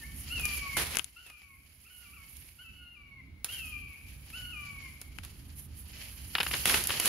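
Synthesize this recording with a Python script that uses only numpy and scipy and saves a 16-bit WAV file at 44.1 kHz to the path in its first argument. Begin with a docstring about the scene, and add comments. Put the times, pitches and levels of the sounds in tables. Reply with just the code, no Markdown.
"""A hawk-like bird, a little left of centre in leafy woodland, ends one call and screams six more "kee-aah"s:
each whistle scoops up, breaks to a lower register and trails off among the far trunks.
Close to the microphone a hand pulls a vine through the undergrowth: leaves rustle, stems snap,
and foliage swipes and taps the hand-held camera. Under it all lie soft air and a low handling rumble."""
import sys
import numpy as np
from scipy import signal
from scipy.fft import rfft, irfft, next_fast_len
from scipy.io import wavfile

SR = 44100
rng = np.random.default_rng(int(sys.argv[2]) if len(sys.argv) > 2 else 0)


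def dump(signal):
    """Clip the signal to [-1, 1] and save it as 16-bit WAV at the path in sys.argv[1]."""
    limited = np.clip(np.atleast_2d(signal).T, -1, 1)
    pcm = np.round(limited * 32767).astype(np.int16)
    wavfile.write(sys.argv[1], SR, pcm)


N = 312228

# Likeness of the two microphone channels. Each row: frequency in Hz, correlation.
CHANNEL_LIKENESS = [(60, 1), (130, 0.95), (290, 0.75), (640, 0.54), (1400, 0.38), (3100, 0.16),
                    (6800, 0.034), (15000, .05)]
# Balance of the microphone ports. Each row: frequency in Hz, left minus right in dB.
PORT_BALANCE = [(900, -3), (2400, 3.5), (4400, -6), (8000, 2), (10500, -7.5), (13000, -15)]
# Reverberation from the far trunks. Each row: frequency in Hz, seconds to fall by 60 dB.
FOREST_T60 = [(500, 0.32), (1300, 0.82), (2400, 1.24), (5000, 0.2)]
# Course of the handling rumble. Each row: time in seconds, level in dB.
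RUMBLE_LEVELS = [(0.0, -46), (0.39, -42.5), (0.71, -47.5), (0.75, -40.5), (1.14, -65.5), (2.34, -57.5),
                 (2.42, -60), (3.04, -54.5), (3.06, -57), (3.77, -46.5), (3.98, -59), (4.06, -49.5),
                 (4.2, -53), (4.43, -48.5), (6.62, -47.5), (6.76, -40), (7.02, -55.5), (7.08, -47)]

# The colour of each noise. Each row: frequency in Hz, relative spectral density in dB.
RUMBLE_SPECTRUM = [(20, -24), (35, -16), (50, -4.5), (68, 1), (85, -5), (105, -9.5), (170, -17.5),
                   (270, -19.5), (400, -33), (800, -74)]
AIR_SPECTRUM = [(25, -36), (100, 6.5), (350, 1.5), (600, -0.5), (1200, -1.5), (2400, -3), (4000, -3.5),
                (9000, -21)]  # also colours the dull rubbing of leaves
HISS_SPECTRUM = [(3000, -22.5), (7000, -14.5), (8200, -24), (9500, -3.5), (10800, 1), (11800, -0.5),
                 (13000, -9), (15500, -12)]
CRINKLE_SPECTRUM = [(500, -10.5), (1300, -7.5), (2100, 1.5), (3100, 6.5), (3500, -5.5), (3900, -3.5),
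                    (4600, 2.5), (6000, -4.5), (7300, -2.5), (8200, -30), (12000, -20)]
SWISH_SPECTRUM = [(600, -15.5), (1300, -17), (1800, -6.5), (2300, -0.5), (3100, -2), (3600, -8),
                  (4600, -6.5), (7000, -12), (9000, -27)]
SWIPE_SPECTRUM = [(25, -39), (100, -5.5), (400, -1), (650, -4), (1000, -2), (2500, 1.5), (3800, -1),
                  (7000, -6.5), (8200, -11), (9500, -1), (11000, 2.5), (13000, -8.5), (15500, -12)]
KNOCK_SPECTRUM = [(25, -44), (100, -7.5), (600, -10), (1200, -4), (2000, -2.5), (2900, 0), (4200, -9.5),
                  (5200, -11.5), (6500, -49), (12000, -30)]
TICK_SPECTRUM = [(25, -64), (1500, -24), (4000, -4.5), (7000, -1.5), (8200, -8.5), (10800, 9.5),
                 (13000, -2.5), (15500, -6)]

# How hard the hand stirs the foliage. Each row: time in seconds, relative level in dB.
STIR_LEVELS = [(0.0, -56), (0.2, -58), (0.45, -44.5), (0.77, -49.5), (0.87, -58), (1.01, -62.5),
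               (1.52, -69.5), (1.75, -65), (2.03, -62.5), (2.33, -63.5), (2.48, -78), (2.62, -65.5),
               (2.84, -73), (3.17, -83), (3.49, -78), (3.61, -57.5), (3.65, -56), (3.88, -64),
               (4.08, -66.5), (4.38, -56), (4.93, -60), (5.23, -64.5), (5.4, -59.5), (5.66, -69.5),
               (5.76, -60), (6.37, -50), (6.51, -42.5), (6.78, -43), (7.08, -38)]
# Where the leaf hiss sits. Each row: time in seconds, left minus right in dB before a 5 dB shift left.
HISS_SIDES = [(1.1, 0), (2.03, -7), (3.5, 0), (3.85, -7), (4.61, 3), (6.05, -4.5), (7.08, 2.5)]
# Single leaves brushing the hand. Each row: centre and half length in seconds, hiss and swish in dB.
LEAF_BRUSHES = [(0.199, .045, -46, -57), (2.43, 0.12, -57, -61.5), (3.544, .057, -47.5, -48),
                (4.113, 0.055, -64, -58.5), (5.593, 0.025, -48, -64), (5.646, 0.019, -53, -71),
                (5.79, 0.025, -54, -69), (6.014, 0.099, -88, -53)]
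# Leaves sliding over the camera. Each row: start and length in seconds, level in dB, fade in dB.
LEAF_SWIPES = [(0.769, 0.023, -30.5, 2.5), (0.796, 0.15, -45, -2.5), (1.263, 0.047, -50.5, 13.5),
               (3.449, 0.041, -47, 6.5), (5.234, 0.022, -48.5, 5.5), (6.531, 0.045, -36.5, 9),
               (6.661, 0.11, -27.5, 1.5), (6.889, 0.031, -38, -2.5), (7.007, 0.086, -39, 4),
               (7.05, .046, -35.5, -2)]
# Stems snapping and tapping the camera. Each row: start in seconds, relative knock and tick in dB.
STEM_TAPS = [(.394, -38, -35.5), (.452, -39, -27), (.766, -28, -28.5), (.947, -31.5, -47), (.953, -40, -31),
             (1.298, -46, -52), (1.416, -54, -62), (2.366, -77, -44.5), (3.443, -36.5, -25),
             (4.3, -48.5, -46), (5.013, -48, -38.5), (5.247, -48, -41), (6.35, -18.5, -36.5),
             (6.381, -23.5, -47), (6.4, -19.5, -36), (6.408, -25.5, -39), (6.429, -27.5, -31.5),
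             (6.463, -26, -38), (6.51, -29, -42), (6.535, -22.5, -48), (6.654, -21, -22),
             (6.694, -20.5, -23), (6.74, -18, -31), (6.837, -55, -26), (6.87, -45, -24),
             (6.892, -28.5, -37), (6.902, -23.5, -61), (6.997, -26, -22), (7.055, -29, -21)]
# The vine flicking the left microphone port. Each row: start in seconds, relative knock and tick in dB.
VINE_FLICKS = [(.968, -24, -21), (.985, -36, -23.5), (.992, -22.5, -28.5), (1.042, -49, -32),
               (5.184, -34, -42.5)]

# The falling end of an earlier call and its short echoes. Each row: start and length in seconds,
# first and last pitch in Hz, level in dB.
CALL_TAIL = [(0, 0.032, 1868, 1753, -51), (0.034, 0.03, 1990, 2330, -51), (.094, .02, 2230, 2240, -57)]
# Brief downward cracks of the high register. Each row: start and length in seconds, drop in Hz.
VOICE_CRACKS = [(1.876, .018, 540), (2.055, .08, 450), (2.637, .098, 350)]
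# The screams. Each row: start, length, high hold and downward glide in seconds; scoop depth, top pitch
# and end pitch before the droop in Hz; opening accent, high level, low level and fade after the hold
# in dB; fundamental against the whistle while high in dB; hoarseness, which scales the pitch scatter.
BIRD_SCREAMS = [(0.304, 0.47, 0.051, .026, 301, 2934, 2150, 1.5, -41, -43, 0.5, -18, 0.0052),
                (1.167, .4, 0.052, 0.059, 310, 2993, 2157, 14, -51, -45, 9, -6.5, 0.0087),
                (1.846, 0.4, 0.32, 0.0044, 604, 2960, 2207, 5, -53, -49.5, 2, -4, 0.016),
                (2.59, .618, .358, 0.0119, 299, 3050, 2139, 9.5, -52.5, -53, -1, -14, 0.01),
                (3.489, .46, .047, 0.055, 458, 3145, 2227, 10, -48.5, -38, 18, -19, 0.0052),
                (4.33, 0.57, 0.19, 0.0154, 497, 2994, 2118, 6, -49.5, -44.5, 11, -15, 0.006)]


def amp(db):
    """Decibels to gain."""
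    return 10 ** (np.asarray(db) / 20)


def unit(x):
    """Scale to rms 1."""
    return x / np.sqrt(np.mean(x ** 2) + 1e-20)


def along(points, hz):
    """(Hz, value) points read on a log axis."""
    knots_hz, values = np.transpose(points)
    return np.interp(np.log(hz + 1), np.log(knots_hz + 1), values)


def curve(points):
    """(Seconds, value) points read at every sample."""
    return np.interp(np.arange(N) / SR, *np.transpose(points))


def wobble(rate, size=N):
    """A smooth random curve, rate knots a second."""
    knots = rng.standard_normal(int(N * rate / SR) + 4)
    fine = signal.resample_poly(knots, 8, 1)
    return np.interp(np.arange(size) * 8 * rate / SR, np.arange(len(fine)), fine)


def gate(t, length, edge):
    """1 from time 0 to length, with ramps of edge seconds centred on both ends."""
    return np.clip(np.minimum(t, length - t) / edge + .5, 0, 1)


def filtered(x, response):
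    """Filter x by a gain given as a function of frequency."""
    size = next_fast_len(x.shape[-1] + 8192)
    gain = response(np.fft.rfftfreq(size, 1 / SR))
    return irfft(rfft(x, size) * gain, size)[..., :x.shape[-1]]


def ringing(spectrum, size=1024):
    """The short minimum-phase ring that has this spectrum."""
    cepstrum = irfft(np.log(amp(along(spectrum, np.fft.rfftfreq(size, 1 / SR)))))
    cepstrum[1:size // 2] *= 2
    cepstrum[size // 2 + 1:] = 0
    return irfft(np.exp(rfft(cepstrum)))


def panned(side_db):
    """Left and right gains of constant power; positive is to the left."""
    gains = amp([side_db / 2, -side_db / 2]).reshape(2, -1)
    return gains / np.sqrt(np.mean(gains ** 2, axis=0))


def add(track, start_s, sound):
    """Mix a sound into the track at start_s."""
    room = track[:, max(round(start_s * SR), 0):][:, :sound.shape[1]]
    room += sound[:, :room.shape[1]]


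def spread(pair, spectrum):
    """Colour two noises into stereo: alike in the bass, unrelated in the treble."""
    def mid_side_gains(hz):
        angle = np.arccos(np.clip(along(CHANNEL_LIKENESS, hz), -1, 1)) / 2
        return amp(along(spectrum, hz)) * [np.cos(angle), np.sin(angle)]
    mid, side = filtered(pair, mid_side_gains)
    return np.array([mid + side, mid - side]) / np.std(mid)


def woodland_air(level_db=-67.5):
    """Soft, steady air all round the microphone."""
    return amp(level_db) * spread(rng.standard_normal((2, N)), AIR_SPECTRUM)


def handling_rumble(hum_hz=139, hum_db=-15, swell_db=2.3):
    """A low, unsteady rumble from handling the camera, with a faint wavering hum."""
    hum_gain = amp(hum_db + 4.1 * wobble(9.9))
    hum = hum_gain * np.sin(2 * np.pi * np.cumsum(hum_hz + 2 * wobble(4)) / SR)
    level = amp(curve(RUMBLE_LEVELS) + swell_db * wobble(8.1))
    return level * (spread(rng.standard_normal((2, N)), RUMBLE_SPECTRUM) + hum)


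def friction(spectrum, grain_db, clump_db):
    """Tiny slips of uneven size, bunched in clumps."""
    sizes = amp(grain_db * wobble(1800) + clump_db * (wobble(70) + wobble(18)))
    return spread(sizes * rng.standard_normal((2, N)), spectrum)


def crackle(per_second):
    """Sparse ticks of leaf edges and thorns catching, most of them tiny."""
    catches = (rng.random(N) < per_second / SR) * rng.exponential(size=(2, N))
    return signal.oaconvolve(catches, ringing(TICK_SPECTRUM)[None], axes=1)[:, :N]


def leaves(hiss_db=2.5, crinkle_db=-1.5, rub_db=-11, hard_stir_db=-46):
    """Leaves stirred close by hiss, crinkle and, pushed hard, rub dully; single blades swish past."""
    t = np.arange(N) / SR
    stir_db = curve(STIR_LEVELS) + 1.77 * wobble(10)
    hiss_gain, swish_gain = amp(stir_db + hiss_db), np.zeros(N)
    for centre, half_length, brush_hiss_db, swish_db in LEAF_BRUSHES:
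        passing = np.abs(t - centre) < 2 * half_length
        swell = np.exp(-((t[passing] - centre) / half_length) ** 2)
        hiss_gain[passing] += amp(brush_hiss_db) * swell
        swish_gain[passing] += amp(swish_db) * swell
    # slope is dB of the layer per dB of stirring: the rubbing swells fastest
    stirred = lambda slope: amp(hard_stir_db + slope * (stir_db - hard_stir_db))
    hiss = hiss_gain * friction(HISS_SPECTRUM, grain_db=2, clump_db=1.38)
    crinkle = friction(CRINKLE_SPECTRUM, grain_db=2, clump_db=2) + amp(9) * crackle(per_second=12)
    crinkle *= amp(crinkle_db) * stirred(slope=1.04)
    rub = amp(rub_db) * stirred(slope=1.41) * friction(AIR_SPECTRUM, grain_db=-2, clump_db=3)
    swish = swish_gain * friction(SWISH_SPECTRUM, grain_db=3, clump_db=1.5)
    return hiss * panned(curve(HISS_SIDES) + 5) + crinkle * panned(-1) + rub + swish


def swipes(release_s=0.039):
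    """A leaf slaps onto the camera, drags across it and slips off."""
    t, pressure = np.arange(SR // 2) / SR, np.zeros((1, N))
    for start, length, db, fade_db in LEAF_SWIPES:
        drag = amp(db - fade_db * np.clip(t / length, 0, 1))
        slip_off = np.exp(-np.maximum(t - length, 0) / release_s)
        add(pressure, start, (drag * slip_off)[None])
    return pressure * friction(SWIPE_SPECTRUM, grain_db=2, clump_db=0.9) * panned(0.13)


def contact(spectrum, t60, likeness, rebound, tail, size=2048):
    """A sharp release, a rebound milliseconds later and a dying chatter, ringing in the given colour."""
    t = np.arange(size) / SR - .002
    blow = lambda age, life: (age > 0) * amp(-60 * np.abs(age) / life)
    rebound_s = rng.uniform(0.0017, .004)
    force = blow(t, t60) + rebound * blow(t - rebound_s, t60) + tail * blow(t, 0.088)
    shared, separate = rng.standard_normal(size), rng.standard_normal((2, size))
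    chatter = force * (np.sqrt(likeness) * shared + np.sqrt(1 - likeness) * separate)
    return unit(signal.fftconvolve(chatter, ringing(spectrum)[None], axes=1)[:, :size])


def taps(stem_side_db=2, flick_side_db=20):
    """Stems hit the casing with a dull knock and a bright tick, short and dry when right on a port."""
    track = np.zeros((2, N))
    for hits, side_db in (STEM_TAPS, stem_side_db), (VINE_FLICKS, flick_side_db):
        ring = 1 / (0.5 + (side_db / 12) ** 2)
        for start, knock_db, tick_db in hits:
            knock = contact(KNOCK_SPECTRUM, t60=0.0069 + 0.002 * ring, likeness=0.82,
                            rebound=0.43 * ring, tail=0.2 * ring)
            tick = contact(TICK_SPECTRUM, t60=0.0023 + 0.0033 * ring, likeness=0.41,
                           rebound=0.14, tail=0.094 * ring)
            add(track, start, (amp(knock_db - 12.5) * knock + amp(tick_db - 10) * tick) * panned(side_db))
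    return track


def forest(call, near_db=-10, far_db=-8, near_t60=0.12):
    """Nearby foliage scatters the call at once; far trunks return a long tail."""
    hz, t, noise = signal.stft(rng.standard_normal((2, SR)), SR, nperseg=256)
    decay = amp(-60 * t / along(FOREST_T60, hz)[:, None])
    far = signal.istft(noise * decay, SR, nperseg=256)[1][:, :SR]
    near = rng.standard_normal((2, SR)) * amp(-60 * np.arange(SR) / SR / near_t60)
    echoes = (amp(near_db) * unit(near) + amp(far_db) * unit(far)) / np.sqrt(SR)
    return signal.fftconvolve(call[None], echoes, axes=1)[:, :N]


def level_dip(start_s=.99, fall_s=.03, depth_db=13.5, recover_db_per_s=4):
    """The level drops quickly and creeps back up."""
    t = np.arange(N) / SR - start_s
    return amp(-np.clip(t / fall_s, 0, 1) * np.maximum(depth_db - recover_db_per_s * t, 0))


def voice(hz, rasp, high_fundamental_db, low_fundamental_db=-16.5, jitter=0.0036, shimmer_db=2.5,
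          strain_hz=2680, beak_hz=4450, beak_width_hz=350):
    """A whistle at hz, the second harmonic of the bird's voice, over a weaker fundamental."""
    waver = lambda rate: wobble(rate, size=len(hz))
    # the voice turns hoarse when pushed high
    strain = 1 / (1 + np.exp((strain_hz - hz) / 80))
    rough_hz = hz * (1 + jitter * waver(69.4) + rasp * (strain + 0.39) * waver(450))
    phase = np.pi * np.cumsum(rough_hz) / SR  # of the fundamental
    # under strain alternate cycles differ, which adds a tone halfway between the harmonics
    split = strain * amp(-18) * rasp / 0.0095 * np.sin(1.5 * phase)
    # higher harmonics sound only as they pass the resonance of the open beak
    harmonics = np.array([[3], [4]])
    resonance = np.exp(-((harmonics * hz / 2 - beak_hz) / beak_width_hz) ** 2)
    upper = amp(-21) * (strain + 0.65) * np.sum(resonance * np.sin(harmonics * phase), axis=0)
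    fundamental_db = strain * high_fundamental_db + (1 - strain) * low_fundamental_db + 5 * waver(14.73)
    fundamental = amp(fundamental_db) * np.sin(phase)
    shimmer = amp(shimmer_db * waver(54.36))
    return np.sqrt(2) * shimmer * (np.sin(2 * phase) + upper + split + fundamental)


def call_tail(edge_s=.012):
    """The falling end of an earlier call and its short echoes, each a hoarse, straight slide in pitch."""
    track = np.zeros((1, N))
    for start, length, from_hz, to_hz, db in CALL_TAIL:
        t = np.arange(-edge_s / 2, length + edge_s / 2, 1 / SR)
        whistle = voice(np.linspace(from_hz, to_hz, len(t)), rasp=.025, high_fundamental_db=-20)
        add(track, start + t[0], (amp(db) * gate(t, length, edge_s) * whistle)[None])
    return track[0]


def screams(scoop_s=0.03294, accent_s=.045, sag_hz_per_s=850, droop_hz=94, droop_s=.015, edge_s=.012):
    """Each scream scoops up, holds and breaks to the low register; its pitch sags, then lets go."""
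    track = np.zeros((1, N))
    for (start, length, hold, glide, scoop_hz, top_hz, end_hz,
         accent_db, high_db, low_db, fade_db, fundamental_db, rasp) in BIRD_SCREAMS:
        t = np.arange(-edge_s / 2, length + edge_s / 2, 1 / SR)
        high_hz = top_hz - sag_hz_per_s * (t - scoop_s) - scoop_hz * np.maximum(1 - t / scoop_s, 0)
        high_hz -= sum(drop_hz * gate(start + t - at, span, edge_s) for at, span, drop_hz in VOICE_CRACKS)
        low_hz = end_hz + sag_hz_per_s * (length - t) - droop_hz * np.exp((t - length) / droop_s)
        since_break = np.maximum(t - hold, 0)
        register = lambda high, low: low + (high - low) * np.exp(-since_break / glide)
        db = register(high_db, low_db) - fade_db * since_break / since_break[-1]
        db += accent_db * np.exp(-t / accent_s)
        whistle = voice(register(high_hz, low_hz), rasp, fundamental_db)
        add(track, start + t[0], (amp(db) * gate(t, length, edge_s) * whistle)[None])
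    return track[0]


def scene(trees_db=2):
    """Foliage right at the microphone; farther off, the bird and the air dip in level together."""
    bird = screams() + call_tail()
    air = woodland_air()
    echoes = amp(trees_db) * forest(bird)
    distant = bird * panned(1.9) + echoes * panned(0.78) + air
    return level_dip() * distant + leaves() + swipes() + taps() + handling_rumble()


def record(dry, top_hz=15700):
    """The camera's stereo microphone: the right port is the brighter, and nothing passes above top_hz."""
    return filtered(dry, lambda hz: panned(along(PORT_BALANCE, hz)) * (hz < top_hz))


dry = scene()
out = record(dry)
dump(out)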